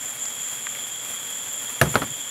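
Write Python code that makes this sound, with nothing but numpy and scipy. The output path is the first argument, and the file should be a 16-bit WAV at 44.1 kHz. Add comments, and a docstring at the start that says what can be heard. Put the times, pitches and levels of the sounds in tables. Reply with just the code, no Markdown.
"""Sparkler and a knock at night

Outdoors at night, one microphone: a sparkler burns as shaped noise, with random spits and a few clicks.
Near the end something hard knocks, as on hollow wood, and bounces to rest: dying sines and noise tails.
Dull low thuds follow as things settle. Behind it all shimmer two narrow fluttering bands of noise
and a thin high voice, likely a chorus of night insects."""
import sys
import numpy as np
from scipy import signal
from scipy.fft import rfft, irfft
from scipy.io import wavfile

SR = 44100
rng = np.random.default_rng(int(sys.argv[2]) if len(sys.argv) > 2 else 0)


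def generate_wav(sig):
    """Save sig (samples, or channels by samples) to the path in sys.argv[1] as 16-bit PCM at SR."""
    pcm = np.round(np.clip(np.atleast_2d(sig).T, -1, 1) * 32767).astype(np.int16)
    wavfile.write(sys.argv[1], SR, pcm)


N = 101430   # samples, 2.3 s
TIME = np.arange(N) / SR


def from_db(db):
    """Decibels to gain."""
    return 10 ** (np.asarray(db) / 20)


def rms_one(x):
    """Scale to rms 1."""
    return x / np.sqrt(np.mean(x ** 2) + 1e-20)


def in_time(rows):
    """A curve of (seconds, value), read at every sample."""
    return np.interp(TIME, *np.transpose(rows))


def drift(rate_hz):
    """Smooth random wander with spread 1: noise through two equal one-pole low-passes."""
    step = 40   # samples between the points of the slow curve
    pole = np.exp(-2 * np.pi * rate_hz * step / SR)
    noise = rng.standard_normal(N // step + 2002)
    slow = signal.lfilter([1], [1, -2 * pole, pole * pole], noise)[2000:]   # skip the filter's start
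    return np.interp(np.arange(N) / step, np.arange(len(slow)), rms_one(slow))


def coloured(white, spectrum):
    """Shape noise so that white of rms 1 takes on a spectrum in dB per Hz."""
    hz, db = np.transpose(spectrum)
    bins = np.maximum(np.arange(N // 2 + 1) * SR / N, 1)
    gain = from_db(np.interp(np.log(bins), np.log(hz), db))
    return irfft(rfft(white) * gain, N) * np.sqrt(SR / 2)


def band_noise(low_hz, high_hz):
    """Noise between two edges, rms 1."""
    band = signal.butter(2, [low_hz, high_hz], "band", fs=SR, output="sos")
    return rms_one(signal.sosfilt(band, rng.standard_normal(N)))


def decay(start, t60):
    """An envelope that jumps to 1 and falls 60 dB in t60 seconds."""
    return (TIME >= start) * from_db(-60 * np.clip((TIME - start) / t60, 0, 4))


def ring(start, hz, t60):
    """A struck mode: a dying sine."""
    return decay(start, t60) * np.sin(2 * np.pi * hz * (TIME - start))


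# Strength of the burn, heard as the level of the fizz. Each row: time in seconds, level in dB.
BURN = [(0,-1),(.13,0.5),(.2,-1),(.4,-0.5),(.5,1),(.58,0.5),(.68,-1.1),(.8,1.5),(.92,-2),(1.0,-1.8),(1.1,1.5),(1.2,-1),(1.3,0),(1.47,-0.3),(1.7,0),(1.95,3),(2.1,-1.5),(2.3,-0.4)]
# Rush of the flame at the microphone. Each row: frequency in Hz, smooth noise level in dB per Hz.
FLAME_SPECTRUM = [(25,-90),(60,-88),(95,-84),(116,-75.5),(190,-81),(250,-74.5),(350,-83),(500,-76.5),(750,-78.5),(1400,-77),(2400,-76.5),(3800,-84),(5000,-86.5),(9000,-104)]
# Fizz of the sparks at the microphone. Each row: frequency in Hz, smooth noise level in dB per Hz.
FIZZ_SPECTRUM = [(1500,-105),(4500,-100.5),(6000,-85),(8300,-83),(9500,-77.5),(10800,-77),(12500,-80.5),(14000,-85.5),(15700,-93)]
FLAME_FOLLOWS = 0.88   # dB of flame per dB of burn
FLAME_FLICKER_DB, FIZZ_FLICKER_DB, FLICKER_HZ = 0.5, 1.1, 28
SPITS_PER_S = 300   # at a burn of 0 dB
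SPIT_SPREAD_DB, SPIT_MAX_DB = 3, 14   # mean and ceiling of the random sizes
SPIT_DB = -8.5   # all spits together, relative to the smooth noise


def spits(burn_db):
    """Tiny bursts as single-sample impulses of random size and sign, more frequent in a stronger burn."""
    size_db = np.minimum(SPIT_SPREAD_DB * rng.exponential(1, N), SPIT_MAX_DB)
    impulses = from_db(size_db) * rng.choice([-1, 1], N)
    chance = SPITS_PER_S * from_db(burn_db) / SR
    return from_db(SPIT_DB) * rms_one(impulses * (rng.random(N) < chance))


def sparkler():
    """Flame and sparks are coloured noise with the same spits, following one burn and one flicker."""
    burn_db = in_time(BURN)
    flicker = drift(FLICKER_HZ)
    bursts = spits(burn_db)
    flame = coloured(rng.standard_normal(N) + bursts, FLAME_SPECTRUM)
    fizz = coloured(rng.standard_normal(N) + bursts, FIZZ_SPECTRUM)
    flame_db = FLAME_FOLLOWS * burn_db + FLAME_FLICKER_DB * flicker
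    fizz_db = burn_db + FIZZ_FLICKER_DB * flicker
    return flame * from_db(flame_db) + fizz * from_db(fizz_db)


# Faint clicks. Each row: start in seconds, level in dB before the trim, low edge in Hz,
# high edge in Hz, t60 in seconds.
CLICK_ROWS = [(0.255,-26.5,900,6500,0.016),(.669,-20.5,1130,2270,.018),(0.751,-29,1690,2500,.035),(.788,-32,950,1900,0.015),(1.11,-25,6000,14000,.004),(1.304,-23,8000,15000,.004),(1.53,-24,8000,15000,.004),(1.699,-26.5,600,2180,0.012)]
CLICK_TRIM_DB = -2


def clicks():
    """Short pops and ticks: bands of noise that die within milliseconds."""
    out = np.zeros(N)
    for start, db, low_hz, high_hz, t60 in CLICK_ROWS:
        out += from_db(db + CLICK_TRIM_DB) * decay(start, t60) * band_noise(low_hz, high_hz)
    return out


# The knock and its bounces. Each row: start in seconds, crack level in dB, crack pitch in Hz,
# then the levels in dB of the hollow body, scatter, snap and splash of treble.
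BLOWS = [(1.8143,-2,1720,2,3,0,-11.5),(1.8563,-25,1320,-32,-14,-28,-49),(1.941,-27,1410,-19,-13.5,-38,-42),(1.9555,-3,1400,-15,-0.5,-5,-29),(2.0195,-18,1350,-23.5,-7.5,-28,-48)]
# Modes of the wood. Each row: frequency in Hz, level in dB relative to the body, t60 in seconds.
WOOD_MODES = [(71,-26.5,0.27),(95,-12,0.053),(143,-12.5,0.11),(163,-26,0.18),(241,-24,0.15),(369,-23.5,0.12),(510,-17.5,0.11),(591.5,-19,0.094),(669,-16,0.066),(752,-28,0.12),(986,-17,0.056),(1205,-8.5,0.013),(2140,-20,0.031),(2845,-14.5,0.021)]
# Scattered tail by band. Each row: low edge in Hz, high edge in Hz, level in dB relative to
# the blow's scatter, t60 in seconds.
SCATTER_BANDS = [(90,304,-28,0.28),(302,910,-21,0.15),(810,1820,-19.5,0.099),(1800,3900,-27,0.067)]
# Short modes of the crack. Each row: multiple of the crack pitch, level in dB relative to
# the crack, t60 in seconds.
CRACK_MODES = [(.42,-3.5,0.0041),(.76,-7.5,0.013),(1,3,.013),(1.43,-6.5,0.0064)]
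SCATTER_RISE_S = 0.00085
SNAP_HZ, SNAP_T60_S = 3980, 0.0019
SPLASH_BAND_HZ, SPLASH_T60_S = (5100, 12500), 0.0083
SPLASH_TAIL_DB, SPLASH_TAIL_T60_S = -13.5, 0.14   # tail level relative to the splash


def crack(start, pitch_hz):
    """The hard contact: a cluster of short modes tuned to one pitch."""
    return sum(from_db(db) * ring(start, ratio * pitch_hz, t60) for ratio, db, t60 in CRACK_MODES)


def hollow_wood(start):
    """The struck body rings in its modes, with alternating polarity."""
    out = np.zeros(N)
    for k, (hz, db, t60) in enumerate(WOOD_MODES):
        out += (-1) ** k * from_db(db) * ring(start, hz, t60)
    return out


def splash_envelope(start):
    """A quick decay of the treble over a quieter, longer tail."""
    tail = from_db(SPLASH_TAIL_DB) * decay(start, SPLASH_TAIL_T60_S)
    return decay(start, SPLASH_T60_S) + tail


def scatter(start, tails):
    """A diffuse tail: each noise band rises briefly, then dies at its own rate."""
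    rise = np.clip((TIME - start) / SCATTER_RISE_S, 0, 1)
    return rise * sum(noise * decay(start, t60) for noise, t60 in tails)


def knocks():
    """Each blow sums a snap, a treble splash, a ringing crack, the hollow wood and a scattered tail."""
    out = np.zeros(N)
    treble = band_noise(*SPLASH_BAND_HZ)
    tails = [(from_db(db) * band_noise(low, high), t60) for low, high, db, t60 in SCATTER_BANDS]
    for start, crack_db, crack_hz, body_db, scatter_db, snap_db, splash_db in BLOWS:
        out += from_db(snap_db) * ring(start, SNAP_HZ, SNAP_T60_S)
        out += from_db(splash_db) * treble * splash_envelope(start)
        out += from_db(crack_db) * crack(start, crack_hz)
        out += from_db(body_db) * hollow_wood(start)
        out += from_db(scatter_db) * scatter(start, tails)
    return out


# Soft low thuds as things settle. Each row: centre in seconds, level in dB, frequency in Hz.
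THUD_ROWS = [(1.874,-20.5,154),(1.915,-28.5,128),(2.115,-37.5,133)]
THUD_WIDTH_S = 0.012   # from the centre to 1/e


def thuds():
    """Dull swells of a few low cycles: sines under a bell-shaped envelope."""
    out = np.zeros(N)
    for centre, db, hz in THUD_ROWS:
        swell = np.exp(-((TIME - centre) / THUD_WIDTH_S) ** 2)
        out += from_db(db) * swell * np.sin(2 * np.pi * hz * (TIME - centre))
    return out


def chorus(hz, width_hz, flutter_db, flutter_hz):
    """Many shrill voices blurred into one narrow band of noise with a fluttering level, rms 1."""
    band = band_noise(hz - width_hz / 2, hz + width_hz / 2)
    return rms_one(band * from_db(flutter_db * drift(flutter_hz)))


# Low whine at the microphone. Each row: time in seconds, level in dB.
LOW_WHINE_LEVEL = [(0,-44),(.3,-41),(.6,-42.5),(.8,-40),(.95,-40),(1.1,-40.5),(1.78,-40.5),(1.86,-42.5),(2.0,-41),(2.15,-39),(2.3,-40.5)]
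# High whine with its halo at the microphone. Each row: time in seconds, level in dB.
HIGH_WHINE_LEVEL = [(0,-34.5),(.08,-30.5),(.16,-35),(.24,-29),(.36,-34.5),(.46,-30),(.58,-34.5),(.69,-30.5),(.77,-35.5),(.88,-32.5),(1.0,-34),(1.3,-33),(1.77,-33),(1.83,-39),(1.91,-31.5),(1.98,-38),(2.1,-33),(2.3,-34)]
# Each voice: centre in Hz, width in Hz, flutter in dB, flutter rate in Hz.
LOW_WHINE, HIGH_WHINE = (3296, 237, 0.68, 44), (7200, 415, 1, 23)
THIN_WHINE, THIN_WHINE_DB = (7740, 79, 2.5, 9.1), -52   # faint, almost pure
HALO_WIDTH_HZ, HALO_DB = 890, -11   # level relative to the core of the high band


def whine():
    """In the background: a weaker low band, a strong high one with a wider halo, a thin voice on top."""
    hz, _, flutter_db, flutter_hz = HIGH_WHINE
    halo = from_db(HALO_DB) * chorus(hz, HALO_WIDTH_HZ, flutter_db, flutter_hz)
    high = from_db(in_time(HIGH_WHINE_LEVEL)) * rms_one(chorus(*HIGH_WHINE) + halo)
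    low = from_db(in_time(LOW_WHINE_LEVEL)) * chorus(*LOW_WHINE)
    thin = from_db(THIN_WHINE_DB) * chorus(*THIN_WHINE)
    return low + high + thin


def scene():
    """Everything reaches one microphone."""
    return (sparkler() + clicks() + knocks() + thuds() + whine())[None]


LOW_CUT_HZ, HIGH_CUT_HZ = 46.4, 15700


def record(dry):
    """The microphone channel rounds the loudest peaks, then loses the deep bass and the top."""
    rounded = np.tanh(dry)
    low_cut = signal.butter(4, LOW_CUT_HZ, "high", fs=SR, output="sos")
    high_cut = signal.ellip(12, .1, 80, HIGH_CUT_HZ, fs=SR, output="sos")   # .1 dB ripple, 80 dB stop
    return signal.sosfilt(high_cut, signal.sosfilt(low_cut, rounded))


dry = scene()
out = record(dry)
generate_wav(out)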